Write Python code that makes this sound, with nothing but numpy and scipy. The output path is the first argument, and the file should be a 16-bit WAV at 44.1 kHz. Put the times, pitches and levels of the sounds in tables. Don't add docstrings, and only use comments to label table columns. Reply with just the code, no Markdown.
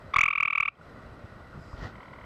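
import sys
import numpy as np
from scipy import signal
from scipy.fft import rfft, irfft
from scipy.io import wavfile
from scipy.ndimage import uniform_filter1d

SR = 44100
rng = np.random.default_rng(int(sys.argv[2]) if len(sys.argv) > 2 else 0)


def unload_audio(sound):
    columns = np.transpose(np.atleast_2d(sound))
    steps = np.round(np.clip(columns, -1, 1) * 32767)
    wavfile.write(sys.argv[1], SR, steps.astype(np.int16))


N = 99225


def amp(db):
    return 10 ** (np.asarray(db) / 20)


def unit_rms(x):
    return x / np.sqrt(np.mean(x ** 2) + 1e-20)


def curve(points, at, column=1):
    table = np.transpose(points)
    return np.interp(at, table[0], table[column])


def spectrum(points, hz):
    f, db = np.transpose(points)
    return amp(np.interp(np.log(hz + 1), np.log(f + 1), db))


def colour(x, points):
    return irfft(rfft(x, 2 * N) * spectrum(points, np.fft.rfftfreq(2 * N, 1 / SR)))[:N]


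def noise(points):
    return unit_rms(colour(rng.standard_normal(N), points))


def flutter(s):
    return noise([(1, 0), (.5 / s, 0), (2 / s, -40), (8 / s, -100)])


def add(mix, s, sound):
    part = mix[round(s * SR):][:len(sound)]
    part += sound[:len(part)]


def night_air():
    # f/Hz, level/dB
    air_eq = [(15, -14), (28, -7), (65, 3), (123, -1.5), (161, -5.5), (207, -3.5), (294, -8.5), (430, -11),
              (582, -6), (850, -15), (1100, -11.5), (1450, -7), (1720, -23), (1940, -14), (2200, -23.5),
              (3500, -32.5), (5000, -41), (6500, -38), (9500, -38), (14000, -39.5)]
    whine_centres = [3970, 7940]
    # width/Hz, level/dB
    whine_bands = [(70, -77), (130, -78)]
    hz = np.fft.rfftfreq(1024, 1 / SR)
    real, imag, patches = rng.standard_normal((3, N // 256 + 5, len(hz)))
    patches = uniform_filter1d(patches, size=8, axis=0)
    patches = unit_rms(uniform_filter1d(patches, size=8, axis=1))
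    depth_db = np.where(hz < 250, 2.85, 1.5)
    frames = (real + 1j * imag) * spectrum(air_eq, hz) * amp(patches * depth_db)
    wash = signal.istft(frames.T, nperseg=1024, noverlap=768)[1][:N]
    whines = np.zeros(N)
    for f, (w, db) in zip(whine_centres, whine_bands):
        band = [(f - 3 * w, -60), (f - w, -12), (f, 0), (f + w, -12), (f + 3 * w, -60)]
        whines += amp(db) * noise(band)
    return amp(-49) * unit_rms(wash) + whines


def handling(grain_db=1.5, grain_s=0.0034):
    # t/s, length/s, level/dB
    bump_hits = [(0.054, 0.048, -47.5), (0.817, 0.026, -60.5), (1.247, .025, -44.5), (1.325, 0.022, -50.5),
                 (1.57, 0.041, -41), (1.675, 0.059, -47.5), (1.741, 0.012, -40), (1.842, 0.066, -38),
                 (1.955, 0.064, -46.5)]
    # f/Hz, level/dB
    bump_eq = [(20, -15), (45, 7), (75, -4), (110, 0), (170, -6), (300, -15), (700, -30.5), (2000, -69)]
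    # t/s, level/dB
    swish_fade = [(1.54, -76), (1.62, -63.5), (1.74, -61), (1.84, -82), (1.92, -93)]
    # f/Hz, level/dB
    swish_eq = [(2000, -42), (4000, -16), (5000, 1.5), (6000, -12.5), (7500, -7), (10000, -26),
                (14000, -33.5)]
    # t/s, level/dB
    rustle_fade = [(1.72, -58.5), (1.78, -50), (1.84, -41), (1.88, -45), (1.92, -56.5), (1.96, -58)]
    # f/Hz, level/dB
    rustle_eq = [(100, -12.5), (600, -1), (900, -7.5), (1400, -2), (1650, -11.5), (1900, -0.5),
                 (2200, -17.5), (3500, -16), (4700, -14), (7000, -24), (9500, -39), (14000, -34)]
    t = np.arange(N) / SR
    grains = unit_rms(noise(rustle_eq) * amp(grain_db * flutter(grain_s)))
    rustle = amp(curve(rustle_fade, t)) * grains
    bump_envelope = sum(amp(db) * np.exp(-2 * ((t - s) / length) ** 2) for s, length, db in bump_hits)
    bumps = bump_envelope * noise(bump_eq)
    swish = amp(curve(swish_fade, t)) * noise(swish_eq)
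    return bumps + rustle + swish


def water_drips(decay_s=0.0028):
    # t/s, f/Hz, glide/(Hz per s), level/dB
    drips = [(.751, 3350, -45000, -53.5), (.812, 1340, 14996, -40), (1.729, 864, 75000, -39)]
    out, t = np.zeros(N), np.arange(SR // 40) / SR
    age = t / decay_s
    envelope = (age * np.exp(1 - age)) ** 2
    for s, hz, glide, db in drips:
        add(out, s, amp(db) * envelope * np.sin(2 * np.pi * (hz + glide * t / 2) * t))
    return out


def bank_echo(x, t60_s=.17, predelay_s=.004):
    t = np.arange(SR // 2) / SR
    tail = rng.standard_normal(len(t)) * 1000 ** (-t / t60_s) * (t > predelay_s)
    return signal.fftconvolve(x, tail / np.linalg.norm(tail))[:N]


def chirp(pitch, pace, onset_ms=0.47):
    # t/ms, f/Hz
    glide = [(0, 1062), (3, 1120), (5.3, 1168), (7.2, 1218), (8.6, 1280), (9.8, 1375), (12, 1350),
             (15, 1335)]
    # t/ms, fundamental/dB, octave/dB
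    swell = [(0, -12.5, -7.5), (3, -1, -6), (5.3, 0.5, 0.15), (7.2, 2.5, -0.5), (8.6, -1, -2.5),
             (9.8, -11, -18.5), (12, -19.5, -14), (15, -21, -33.5), (19, -43, -55)]
    ms = pace * np.arange(SR // 50) * 1000 / SR
    phase = 2 * np.pi * np.cumsum(pitch * curve(glide, ms)) / SR
    onset = np.sin(np.pi / 2 * np.minimum(ms / onset_ms, 1)) ** 2
    return ms, phase, onset * amp(curve(swell, ms)), onset * amp(curve(swell, ms, column=2))


def far_frog():
    # t/s, level/dB
    pulses = [(1.9258, -54), (1.9518, -46), (1.9772, -51), (2.0021, -44.5), (2.0271, -44.5), (2.053, -49.5),
              (2.0785, -46.5), (2.1049, -52.5), (2.1313, -44), (2.1568, -49), (2.1837, -45.5),
              (2.2092, -46), (2.2361, -46)]
    out = np.zeros(N)
    _, phase, low, high = chirp(pitch=.865, pace=1.15)
    odd_harmonics = amp(.5) * np.cos(phase) + amp(-15) * np.cos(3 * phase)
    pulse = high * np.cos(2 * phase) + low * odd_harmonics
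    for s, db in pulses:
        add(out, s, amp(db) * pulse)
    return out


def larynx_tick(rise_s=0.00026):
    # f/Hz, level/dB, t60/s
    modes = [(1240, 2, 0.0062), (2110, -8.5, 0.037)]
    t = np.arange(SR // 50) / SR
    ring = sum(amp(db) * 1000 ** (-t / t60) * np.sin(2 * np.pi * hz * t) for hz, db, t60 in modes)
    return ring * (1 - np.exp(-(t / rise_s) ** 2))


def near_frog(attack_ms=4.8, hiss_db=-28.5):
    # t/s, octave level/dB, fundamental against octave/dB
    pulses = [(0.1369, -26.5, 8), (0.1607, -2.5, 3), (0.185, 5, -5.5), (0.2081, 7, -9.5), (.2322, 4.7, -9),
              (0.2558, 0.1, -7.5), (0.2794, 0.5, -8.5), (.30376, -3, -9), (0.3275, -5.7, -7.5),
              (0.3521, -3, -10), (.3763, -2, -10.5), (0.401, 0.6, -9.5), (0.426, 1.5, -9.5),
              (0.4506, -1.2, -11.5), (0.4756, -2.5, -8.5), (0.5009, -4, -10.5), (0.5263, -3.5, -9),
              (0.5509, -1.5, -10), (0.5755, -0.2, -9), (0.6002, 1.6, -9.5), (0.6256, -2, -9),
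              (0.6523, -5.1, -10.5), (0.6778, -3, -9.5)]
    # t/s, slackness/0-1
    sac_slack = [(.137, 0.89), (.161, 1), (.185, 0.67), (.208, 0.5), (.232, .35), (.256, 0.3), (.3, 0.02)]
    # multiple, level against fundamental/dB, boost when slack/dB
    harmonics = [(3, -19.5, 6.5), (4, -33.5, 9.5), (5, -31.5, 7), (6, -48, 4)]
    # f/Hz, level/dB
    hiss_eq = [(100, 2.5), (700, -14.5), (3000, -0.5), (4500, -17.5), (8000, -15), (8800, -30.5),
               (14000, -42.5)]
    out, airflow = np.zeros((2, N))
    wobble, tick = flutter(.001), larynx_tick()
    for s, level_db, fundamental_db in pulses:
        slack = curve(sac_slack, s)
        jitter = (.003 + .016 * slack) * wobble[round(s * SR):][:SR // 50]
        ms, phase, low, high = chirp(pitch=1 - 0.025 * slack + jitter, pace=1 + 0.095 * slack)
        attack = slack * np.maximum(1 - ms / attack_ms, 0)
        octave = high * amp(10.5 * attack) * np.cos(2 * phase)
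        fundamental = low * amp(-10 * attack) * np.cos(phase)
        buzz = sum(amp(db + slack * boost) * np.cos(round(k) * phase) for k, db, boost in harmonics)
        voice = octave + amp(fundamental_db) * (fundamental + low ** 2 * buzz)
        add(out, s, amp(level_db) * voice)
        add(airflow, s, amp(level_db) * low)
        tick_lead_ms, tick_db = 3.7 + 2.9 * slack, -24.5 + 11.5 * slack
        add(out, s - tick_lead_ms / 1000, amp(level_db + tick_db) * tick)
    return out + amp(hiss_db) * airflow * noise(hiss_eq)


def scene():
    near, far = near_frog(), far_frog()
    echo = bank_echo(amp(-28) * near + amp(-13) * far)
    return (near + far + echo + night_air() + handling() + water_drips())[None]


def record(dry):
    # f/Hz, level/dB
    mic_eq = [(10, -7), (40, -1), (100, 1.5), (3000, -0.5), (7500, -9), (9500, -8), (12000, -10),
              (14500, -11)]
    ceiling_db, knee, cutoff_hz = 2, 6, 14700
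    threshold_db, depth_db = -12, 15.5
    smoothing_s, hold_s, release_db_per_s = 0.013, 0.012, 120
    driven = dry[0] / (1 + abs(dry[0] / amp(ceiling_db)) ** knee) ** (1 / knee)
    t = np.arange(N) / SR
    last_loud = np.maximum.accumulate(np.where(abs(driven) > amp(threshold_db), t, -1))
    released_db = release_db_per_s * np.maximum(t - last_loud - hold_s, 0)
    pole = np.exp(-1 / (smoothing_s * SR))
    duck_db = signal.lfilter([1 - pole], [1, -pole], np.maximum(depth_db - released_db, 0))
    lowpass = signal.firwin(255, cutoff_hz, window=("kaiser", 8), fs=SR)
    return signal.oaconvolve(colour(driven * amp(-duck_db), mic_eq), lowpass, "same")[None]


dry = scene()
out = record(dry)
unload_audio(out)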